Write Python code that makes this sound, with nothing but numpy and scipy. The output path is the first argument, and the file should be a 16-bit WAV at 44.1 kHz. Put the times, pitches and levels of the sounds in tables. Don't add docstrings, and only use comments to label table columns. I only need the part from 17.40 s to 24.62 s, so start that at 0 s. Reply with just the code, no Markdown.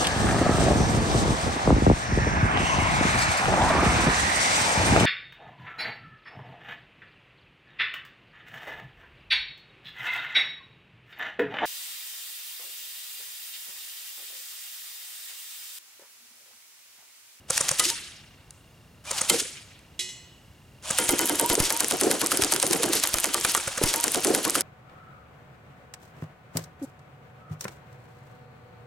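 import sys
import numpy as np
from scipy import signal
from scipy.fft import rfft, irfft, next_fast_len
from scipy.io import wavfile
from scipy.ndimage import uniform_filter1d, minimum_filter1d

SR = 44100
rng = np.random.default_rng(int(sys.argv[2]) if len(sys.argv) > 2 else 0)


def wav_out(sig):
    wavfile.write(sys.argv[1], SR, np.round(np.clip(np.atleast_2d(sig).T, -1, 1) * 32767).astype(np.int16))


N = 318402
TIME = np.arange(N) / SR


def amp(db):
    return 10 ** (np.asarray(db) / 20)


def unit_rms(x):
    return x / np.sqrt(np.mean(x ** 2) + 1e-20)


def wobble(smooth_samples, size=N):
    return unit_rms(uniform_filter1d(rng.standard_normal(size), smooth_samples))


def at_hz(table, hz):
    knots_hz, values = np.transpose(table)
    return np.interp(np.log(hz + 1), np.log(knots_hz + 1), values)


def add(mix, start_s, sound):
    part = mix[..., round(start_s * SR):][..., :sound.shape[-1]]
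    part += sound[..., :part.shape[-1]]


# freq_hz, side_db
STEREO_WIDTH = [(50, -33), (200, -22.5), (500, -9), (1000, -12), (2500, -10.5), (5000, -8.5), (9000, -16),
                (14000, -40.5)]

def noise(colour, size=N):
    hz = np.fft.rfftfreq(size, 1 / SR)
    mid, side = rfft(rng.standard_normal((2, size))) * amp(at_hz(colour, hz))
    side = side * amp(at_hz(STEREO_WIDTH, hz))
    return unit_rms(irfft(np.array([mid + side, mid - side]), size))


def burst(colour, rise_s, decay_s, size=8192):
    t = np.arange(size) / SR
    envelope = (1 - np.exp(-t / rise_s)) * np.exp(-t / decay_s)
    return noise(colour, size) * envelope / envelope.max()


# freq_hz, gain_db
ECHO_COLOUR = [(100, -9), (400, -6.5), (900, -21), (1350, -8), (2100, -6.5), (4500, -6.5), (9500, -3),
               (14000, -16)]
# freq_hz, t60_s
ECHO_DECAY = [(100, 0.72), (400, 0.51), (2000, 1.21), (4000, 0.94), (8000, 0.64), (14000, 0.6)]

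def tree_echo(x, blur_octaves=0.2, build_s=0.019, flutter_db=2.5):
    hz, t, spectrum = signal.stft(x.mean(0), SR, nperseg=512)
    octave, lag_s = np.log2(hz + 1), t[t < 1]
    blur = np.exp(-0.5 * ((octave[:, None] - octave) / blur_octaves) ** 2)
    power = (blur / blur.sum(1, keepdims=True)) @ abs(spectrum) ** 2
    decay = (amp(-60 * lag_s / at_hz(ECHO_DECAY, hz)[:, None]) * (1 - np.exp(-lag_s / build_s))) ** 2
    tail = np.sqrt(abs(signal.fftconvolve(power, decay / decay.sum(1).mean(), axes=1)[:, :len(t)]))
    wash = signal.stft(rng.standard_normal((2, N)), SR, nperseg=512)[2]
    patches = uniform_filter1d(uniform_filter1d(rng.standard_normal(tail.shape), 3), 25, axis=0)
    flutter = unit_rms(amp(flutter_db * unit_rms(patches)))
    wash = wash / wash.std() * flutter * tail * amp(at_hz(ECHO_COLOUR, hz))[:, None]
    wash[1] *= amp(at_hz(STEREO_WIDTH, hz) + 3.5)[:, None]
    mid, side = signal.istft(wash, SR, nperseg=512)[1][:, :N]
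    return np.array([mid + side, mid - side])


# freq_hz, density_db
AIR_COLOUR = [(20, -27), (68, -2.5), (150, -4), (216, -10.5), (350, -16), (700, -19), (3200, -27),
              (8000, -33.5), (16000, -39)]

def still_air(level_db=-54):
    return amp(level_db) * noise(AIR_COLOUR)


def cricket(level_db=-57, pitch_hz=2790, waver_hz=30, pulse_hz=29.9, swell_db=1.5, echo_db=-11):
    swell, pace = wobble(12000), wobble(12000)
    strokes = np.cumsum(pulse_hz * (1 + 0.0082 * pace)) / SR
    pulses = np.maximum(np.sin(2 * np.pi * strokes), 0) ** 4
    cycles = np.cumsum(pitch_hz + waver_hz * wobble(250)) / SR
    trill = amp(level_db + swell_db * swell) * pulses * np.sin(2 * np.pi * cycles)
    return trill + amp(echo_db) * tree_echo(trill[None], blur_octaves=0.02)


# start_s, level_db
PUFFS = [(3.69, -25), (4.101, -22), (4.203, -12.5), (5.024, -27), (5.7398, -23.5), (6.048, -36)]

def air_thumps(push_s=0.0013, settle_s=0.0091, settle_db=-14, rumble_db=-21):
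    out, t = np.zeros((2, N)), np.arange(8192) / SR
    u, v = t / push_s, t / settle_s
    push = u * (1 - u / 2) * np.exp(-u)
    settle = v ** 2 * (1 - v / 4) * np.exp(-v)
    puff = push / push.max() + amp(settle_db) * settle / settle.max()
    for start_s, level_db in PUFFS:
        rumble = burst([(25, -6), (80, 10), (160, -16.5), (300, -14.5), (1000, -62)], 0.0032, 0.026)
        add(out, start_s, amp(level_db) * (puff * amp([[0.7], [-0.7]]) + amp(rumble_db) * rumble))
    return out


# pitch_hz, level_db, t60_s
PING_MODES = [(367, -6.5, 0.74), (1933, -4, 0.98), (2050, -1, 0.6), (2519, -1, 0.69), (2879, 1, 0.35),
              (2940, 1.5, .9), (3360, 1, 0.5), (3380, 9.5, 0.17), (3890, 13.5, 0.14), (4092, 0.5, 0.63),
              (4340, -1.5, 0.63), (5145, -5, 0.76), (5263, 4, 0.46), (5900, 1, 0.54), (6180, 2, 0.65),
              (6900, -0.5, 0.68), (7475, 2.5, 0.55), (7838, 0, 0.76), (8830, -4, 0.42), (10200, -3, 0.48)]

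def metal_ping(start_s=2.592, ring_db=-42, clash_db=-28.5):
    out, t = np.zeros((2, N)), np.arange(SR) / SR
    for pitch_hz, level_db, t60_s in PING_MODES:
        linewidth_hz = (pitch_hz / 2000) ** 2
        wander = np.cumsum(rng.standard_normal(SR)) * np.sqrt(2 * np.pi * linewidth_hz / SR)
        phase = rng.uniform(0, 2 * np.pi) + wander + 0.22 * rng.standard_normal((2, 1))
        envelope = amp(ring_db + level_db - 60 * t / t60_s)
        add(out, start_s, envelope * np.sin(2 * np.pi * pitch_hz * t + phase))
    clash_colour = [(1200, -27), (2200, -9.5), (3900, -2.5), (7500, -4.5), (10500, -9.5), (15000, -33)]
    add(out, start_s, amp(clash_db) * burst(clash_colour, 0.0003, 0.031))
    return out * amp([[-1.3], [1.3]])


# peak_s, level_db, half_width_s
HISS_SWELLS = [(.145, -31, 0.022), (0.173, -26, 0.0036), (0.286, -24.5, 0.0039), (0.451, -23, 0.011),
               (.495, -26, 0.015), (1.784, -27, 0.0088), (1.945, -27.5, 0.021), (1.998, -25, 0.01),
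               (4.12, -24, 0.00714), (4.256, -25, 0.019), (5.565, -25.5, 0.024), (6.101, -24, 0.014)]
# freq_hz, density_db
HISS_COLOUR = [(300, -31), (1500, -0.5), (3000, 4), (6000, 7), (9500, 4), (12000, -4), (16000, -19.5)]

def hiss(grain_db=2.5):
    envelope = sum(amp(level_db) * np.exp(-0.5 * ((TIME - peak_s) / half_width_s) ** 2)
                   for peak_s, level_db, half_width_s in HISS_SWELLS)
    grain = unit_rms(amp(grain_db * wobble(40)))
    return envelope * grain * noise(HISS_COLOUR)


# start_s, level_db
LOUD_SCRAPS = [(3.707, -16), (3.7133, -13.5), (3.7243, -18.5), (3.8573, -13), (3.8621, -17), (3.8683, -16),
               (3.8746, -13), (4.1424, -13), (4.3143, -28), (4.7253, -17.5), (4.9243, -20.5),
               (5.5534, -13.5)]

def scraps(faint_count=200, faint_db=-35, spread_db=7, lag_s=0.027):
    out, long_string, faint = np.zeros((2, N)), SHOT_EVENTS[2:], []
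    colour = [(400, -19), (4000, -14), (6500, -2.5), (10500, 12), (13000, 2.5), (16000, -12)]
    for which, late, loud in rng.random((faint_count, 3)):
        shot_s = long_string[int(which * len(long_string))][0]
        delay_s = lag_s * (0.5 - np.log(1 - late))
        faint.append((shot_s + delay_s, faint_db + spread_db * min(-np.log(1 - loud), 3)))
    for start_s, level_db in LOUD_SCRAPS + faint:
        add(out, start_s, amp(level_db) * burst(colour, 0.00005, 0.00062, size=512))
    return out


# pitch_hz, level_re_boom_db
CAN_MODES = [(226, -6), (305, 1.5), (365, -2), (465, -3), (739, -3)]
# peak_s, level_db, pitch_hz, half_width_s
LOUD_NOTES = [(.475, -38, 348, .022), (.52, -36.5, 923, 0.014), (1.948, -24, 469, 0.0074),
              (1.95, -29, 341.7, 0.015), (3.737, -17.5, 309.6, 0.0046), (3.845, -24.5, 338, 0.0052),
              (3.935, -23.5, 303, 0.0091), (4.029, -20.5, 442.5, 0.0032), (4.053, -23.5, 950, .015),
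              (4.13, -25.5, 964, 0.0076), (4.1806, -16.5, 434.6, 0.0023), (4.35, -31.5, 920, 0.027),
              (4.412, -30.5, 1125, 0.0044), (4.671, -12.5, 367.4, 0.003), (4.703, -20, 518, 0.0027),
              (4.8397, -25.5, 1107, 0.0043), (4.996, -19, 335.5, 0.003), (5.24, -20.5, 524, 0.0036),
              (5.311, -17, 340.6, 0.0038), (5.406, -23.5, 471, 0.0056), (5.5025, -20, 335.5, 0.0053)]

def can_notes(delay_s=0.034, scatter_s=0.01087, swell_s=0.0085, detune=0.0493,
              rise_per_s=1.308, wander_hz=9, thud_db=-10):
    out, t = np.zeros((2, N)), np.arange(-4096, 4096) / SR
    soft_notes = []
    for shot_s, _, _ in SHOT_EVENTS:
        boom_db = np.interp(shot_s, *np.transpose(BOOM_LEVELS))
        for pitch_hz, mode_db in CAN_MODES:
            late, sharp = rng.standard_normal(2)
            peak_s = shot_s + delay_s + scatter_s * late
            soft_notes.append((peak_s, boom_db + mode_db, pitch_hz * (1 + detune * sharp), swell_s))
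    for peak_s, level_db, pitch_hz, half_width_s in soft_notes + LOUD_NOTES:
        glide_hz = pitch_hz * (1 + rise_per_s * t) + wander_hz * wobble(150, len(t))
        phase = 2 * np.pi * np.cumsum(glide_hz) / SR + 0.45 * rng.standard_normal((2, 1))
        envelope = amp(level_db) / np.cosh(np.clip(1.36 * t / half_width_s, -20, 20))
        add(out, peak_s + t[0], envelope * np.sin(phase) * amp([[-0.8], [0.8]]))
    for peak_s, level_db, _, half_width_s in LOUD_NOTES:
        add(out, peak_s - half_width_s, amp(level_db + thud_db) * burst(BOOM_COLOUR, 0.0035, 0.014))
    return out


# start_s, level_db, length_ratio, pitch_ratio, tilt_db_per_octave
CLANG_EVENTS = [(.396, -23.5, 1.6, 1, 1), (1.899, -31.5, 1.4, 1.05, 13), (4.919, -12, 0.22, 1.05, -10.5),
                (5.843, -22, 0.36, 1.1, -0.5), (5.947, -27.5, 0.99, .94, -9.5),
                (6.0493, -16.5, 0.31, 1.2, -1), (6.15, -14, 0.39, 0.94, -7.5)]
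# pitch_hz, level_db, t60_s
CLANG_MODES = [(1250, 3.5, 0.068), (1418, -1.5, 0.045), (1995, -2.5, 0.087), (2970, -7.5, 0.095)]

def clangs():
    out, t = np.zeros((2, N)), np.arange(16384) / SR
    for start_s, level_db, length_ratio, pitch_ratio, tilt_db_per_octave in CLANG_EVENTS:
        for pitch_hz, mode_db, t60_s in CLANG_MODES:
            tilt_db = tilt_db_per_octave * np.log2(pitch_hz / CLANG_MODES[0][0])
            envelope = amp(level_db + mode_db + tilt_db - 60 * t / (t60_s * length_ratio))
            add(out, start_s, envelope * np.sin(2 * np.pi * pitch_hz * pitch_ratio * t))
    return out


# start_s, tick_db, tap_db
IMPACT_EVENTS = [(0.1774, -6, -12.5), (0.291, -11, -15), (.439, -17, -36), (0.5012, -13, -24),
                 (1.792, -29.5, -26.5), (2.0032, -18.5, -42), (3.586, -26.5, -12), (3.9540, -22.5, -30),
                 (4.153, -12, -20), (4.3656, -18.5, -31.5), (4.445, -15.5, -24.5), (4.5218, -15, -38),
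                 (4.635, -16, -27), (4.862, -14, -26), (4.973, -12.5, -32), (5.0368, -12, -20),
                 (5.0465, -13, -33.5), (5.137, -13.5, -23), (5.1624, -15, -14.5), (5.1998, -13, -38),
                 (5.229, -15, -21), (5.2664, -14, -32.5), (5.3103, -14.5, -21.5), (5.4399, -16, -23),
                 (5.5993, -17.5, -31.5), (5.652, -37, -21), (5.6727, -15.5, -28), (5.785, -15.5, -18.5),
                 (5.856, -17.5, -27), (6.011, -17, -26)]
# freq_hz, density_db
TICK_COLOUR = [(400, -20), (2000, -13.5), (4000, 1), (6500, 7), (9500, 5), (12000, -7.5), (16000, -18.5)]
TAP_COLOUR = [(150, -23), (600, -24), (1200, 2.5), (2600, -1.5), (4500, -5), (10000, -32.5)]

def impacts():
    out = np.zeros((2, N))
    for start_s, tick_db, tap_db in IMPACT_EVENTS:
        tick = burst(TICK_COLOUR, 0.0001, 0.00076)
        tail = amp(-16) * burst(TICK_COLOUR, 0.00079, 0.0033)
        add(out, start_s, amp(tick_db + 1.5) * (tick + tail))
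        add(out, start_s, amp(tap_db) * burst(TAP_COLOUR, 0.00022, 0.0011))
    return out


# start_s, level_db
RIFLE_TAPS = [(1.107, -33.5), (2.3911, -46)]

def rifle_taps():
    out = np.zeros((2, N))
    for start_s, level_db in RIFLE_TAPS:
        add(out, start_s, amp(level_db) * burst(TICK_COLOUR, 0.000186, 0.0012))
    return out


def gear_squeal(peak_s=1.688, half_width_s=0.016, pitch_hz=2420, level_db=-40, droop_hz=50):
    u = np.clip((TIME - peak_s) / half_width_s, -3, 3)
    cycles = np.cumsum(pitch_hz - droop_hz * u ** 2) / SR
    return amp(level_db) * np.exp(-u ** 4) * np.sin(2 * np.pi * cycles)


# on_s, off_s, level_db
MOTOR_RUNS = [(0.079, 0.334, -37.5), (1.638, 1.862, -38.5), (3.42, 6.42, -37)]
# freq_hz, density_db
RASP_COLOUR = [(60, -27.5), (350, -18.5), (600, 4), (1200, 5.5), (2000, 0), (3000, 5.5), (4200, 2),
               (6500, 4), (10000, 1), (12000, -12.5), (16000, -19)]

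def gears(unloaded_hz=1000, sag=0.38, spin_up_s=0.012, attack_s=0.033, coast_s=0.1, tooth_db=3.5,
          whine_db=-16, strain_db=4.5, whine_strain_db=5, strain_peak_s=0.12, strain_width_s=0.13):
    releases_s = np.sort([row[0] for row in SHOT_EVENTS + CLACK_EVENTS])
    winding = np.interp(TIME, releases_s, np.arange(len(releases_s))) % 1
    envelope, speed, strain = np.zeros((3, N))
    for on_s, off_s, level_db in MOTOR_RUNS:
        age_s = np.maximum(TIME - on_s, 0)
        coast = np.exp(-np.maximum(TIME - off_s, 0) / coast_s)
        envelope += amp(level_db) * (1 - np.exp(-age_s / attack_s)) * coast
        strain += np.exp(-((age_s - strain_peak_s) / strain_width_s) ** 2) * (age_s > 0)
        speed = np.where(age_s > 0, 1 - np.exp(-age_s / spin_up_s), speed)
    mesh_hz = unloaded_hz * speed * (1 - sag * uniform_filter1d(winding, 600))
    phase = 2 * np.pi * np.cumsum(mesh_hz * (1 + 0.01664 * wobble(200))) / SR
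    harmonics_db = [6, -3, -15.5, 6, -14.5]
    whine = unit_rms(sum(amp(db) * np.sin(k * phase) for k, db in enumerate(harmonics_db, 1)))
    teeth = unit_rms(amp(tooth_db * (np.sin(phase) + wobble(30))))
    rasp = teeth * noise(RASP_COLOUR)
    return envelope * amp(strain_db * strain) * (rasp + amp(whine_db + whine_strain_db * strain) * whine)


# start_s, clatter_db, knock_db
CLACK_EVENTS = [(0.1031, -15, -27), (0.2085, -16, -28), (.3120, -17, -27), (1.711, -19.5, -27),
                (1.8131, -17, -28.5), (3.5063, -17.5, -26.5), (6.1735, -21.5, -25.5), (6.2759, -22, -25.5),
                (6.377, -23.5, -23.5)]
# freq_hz, density_db
CLATTER_COLOUR = [(400, -11), (2000, -26.5), (4500, -8), (6300, 5), (9000, 6.5), (10500, 1.5), (12000, -27),
                  (16000, -40)]
ACTION_COLOUR = [(50, -16), (130, 4.5), (330, -5.5), (540, 6), (800, -7), (1300, 5.5), (2200, -5),
                 (5000, -20)]

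def action_clacks(stock_hz=540, stock_db=1, hum_s=0.0049):
    out, t = np.zeros((2, N)), np.arange(4096) / SR
    hum = t / hum_s * np.exp(-t / hum_s) * np.sin(2 * np.pi * stock_hz * t)
    for start_s, clatter_db, knock_db in CLACK_EVENTS:
        for offset_s, hit_db in [(-0.003, -6), (0, -1), (0.0028, 3)]:
            add(out, start_s + offset_s, amp(clatter_db + hit_db) * burst(CLATTER_COLOUR, 0.00028, 0.0013))
        add(out, start_s - 0.002, amp(knock_db) * burst(ACTION_COLOUR, 0.0032, 0.0053))
        add(out, start_s + 0.003, amp(knock_db + stock_db) * hum)
    return out


# start_s, crack_db, blast_db
SHOT_EVENTS = [(0.3954, -6, -7.5), (1.8971, -7, -9), (3.5857, -3.5, -15.5), (3.691, -11.5, -17),
               (3.792, -6, -30), (3.8956, -12.5, -34), (3.997, -7.5, -24), (4.099, -12, -19.5),
               (4.2013, -17.5, -19), (4.304, -15, -24), (4.405, -9, -23.5), (4.51, -15, -25),
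               (4.6116, -7.5, -24), (4.713, -11.5, -21), (4.815, -15.5, -22.5), (4.9171, -5.5, -15),
               (5.021, -13, -18), (5.122, -17, -15), (5.2274, -9.5, -26.5), (5.3297, -19.5, -14.5),
               (5.4317, -16.5, -18.5), (5.5325, -12.5, -17.5), (5.636, -14.5, -15.5), (5.7412, -8, -25),
               (5.8427, -14.5, -23), (5.9436, -6.5, -37), (6.0474, -17.5, -16.5), (6.149, -7.5, -23.5)]
# freq_hz, density_db
RATTLE_COLOUR = [(300, -19.5), (1500, -0.5), (3000, 7), (6000, 5), (9500, 7.5), (12000, 1.5),
                 (16000, -12.5)]
CRACK_COLOUR = [(300, -27.5), (1500, -6), (3000, -3), (5000, -5), (8000, 1), (10500, 2.5), (13000, -7),
                (16000, -23.5)]
BLAST_COLOUR = [(300, -21.5), (1500, -19.5), (2800, -2), (5000, -1), (7000, -1), (10000, 2.5),
                (12500, -11.5), (16000, -20.5)]
KNOCK_COLOUR = [(80, -16.5), (250, -11.5), (550, 4), (1000, 3.5), (1500, 3), (2200, -2), (3500, -14),
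                (8000, -40.5)]
BOOM_COLOUR = [(60, -29.5), (150, -9), (240, -8), (310, 1), (480, -2.5), (650, -7.5), (1000, -14),
               (1800, -22.5), (4000, -46)]
# pitch_hz, level_db, t60_s
FRAME_MODES = [(350, -42.5, 0.58), (512.6, -40.5, 0.25), (937, -38, 0.37), (1442, -38, 0.25),
               (2056, -34, 0.12), (3097, -38, .35)]
# time_s, level_db
BOOM_LEVELS = [(.4, -44), (1.9, -30.5), (3.59, -35), (3.69, -31.5), (4.1, -30.5), (4.3, -38), (4.61, -26),
               (4.82, -31.5), (5.12, -33), (5.43, -28.5), (5.7, -43), (5.9, -34.5), (6.15, -49)]
RING_LEVELS = [(1.9, -1), (3.6, 7.5), (4.1, 1.5), (4.5, -9), (6.15, -2)]

def shots(rattle_db=-25, knock_db=-26, ring_spread_db=2, catch_db=-31, clatter_db=-33):
    out, t = np.zeros((2, N)), np.arange(16384) / SR
    for start_s, crack_db, blast_db in SHOT_EVENTS:
        boom_db = np.interp(start_s, *np.transpose(BOOM_LEVELS))
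        ring_db = np.interp(start_s, *np.transpose(RING_LEVELS))
        rattle = burst(RATTLE_COLOUR, 0.0013, 0.0065, size=2048)[:, ::-1]
        add(out, start_s - 0.0016 - rattle.shape[1] / SR, amp(rattle_db) * rattle)
        add(out, start_s, amp(crack_db + 6) * burst(CRACK_COLOUR, 0.0001, 0.00072, size=1024))
        add(out, start_s + 0.0011, amp(blast_db) * burst(BLAST_COLOUR, 0.00096, 0.0034, size=2048))
        add(out, start_s, amp(knock_db) * burst(KNOCK_COLOUR, 0.00054, 0.011))
        add(out, start_s + 0.00411, amp(boom_db) * burst(BOOM_COLOUR, 0.029, 0.028))
        for pitch_hz, mode_db, t60_s in FRAME_MODES:
            envelope = amp(ring_db + mode_db + ring_spread_db * rng.standard_normal() - 60 * t / t60_s)
            add(out, start_s, envelope * np.sin(2 * np.pi * pitch_hz * rng.uniform(0.98, 1.02) * t))
        add(out, start_s + 0.026, amp(catch_db) * burst(TICK_COLOUR, 0.0038, 0.003))
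        add(out, start_s + rng.uniform(0.026, 0.05), amp(clatter_db) * burst(TAP_COLOUR, 0.0012, 0.0052))
    return out


# freq_hz, lead_rad
PORT_LEAD = [(20, 0.583), (300, 0.12), (1300, 0.65), (3200, 0.47), (7000, 0.42), (16000, 0)]

def microphone_ports(x):
    size = next_fast_len(N)
    lead_rad = at_hz(PORT_LEAD, np.fft.rfftfreq(size, 1 / SR))
    return irfft(rfft(x, size) * np.exp(0.5j * np.array([lead_rad, -lead_rad])), size)[:, :N]


def scene(echo_db=-6, ping_echo_db=-11, slap_s=0.097, slap_db=-14):
    shooting = shots() + clangs() + action_clacks() + impacts() + rifle_taps()
    shooting += scraps() + hiss() + gears() + gear_squeal() + can_notes()
    ping = metal_ping()
    echoes = amp(echo_db) * tree_echo(shooting)
    echoes += amp(ping_echo_db) * tree_echo(ping, blur_octaves=0.016, build_s=0.022)
    add(echoes, slap_s, amp(slap_db) * ping[::-1])
    return microphone_ports(shooting + ping + echoes + air_thumps() + still_air() + cricket())


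def record(dry, threshold_db=-1.5, recover_db_per_s=1500, clip_db=-4,
           repeat_start_s=6.415, repeat_lag_s=2.23556, cutoff_hz=16200):
    peak_ahead = -minimum_filter1d(-abs(dry).max(0), size=111, origin=-50)
    over_db = np.maximum(20 * np.log10(peak_ahead + 1e-9) - threshold_db, 0)
    recovery_db = TIME * recover_db_per_s
    duck_db = np.maximum.accumulate(over_db + recovery_db) - recovery_db
    limited = dry / amp(uniform_filter1d(duck_db, 15))
    clipped = amp(clip_db) * np.tanh(limited / amp(clip_db))
    delayed = np.roll(clipped, round(repeat_lag_s * SR), axis=1)
    joined = np.where(TIME < repeat_start_s, clipped, delayed)
    lowpass = signal.firwin(511, cutoff_hz, window=("kaiser", 9), fs=SR)
    return signal.oaconvolve(joined, lowpass[None], "same")


dry = scene()
out = record(dry)
wav_out(out)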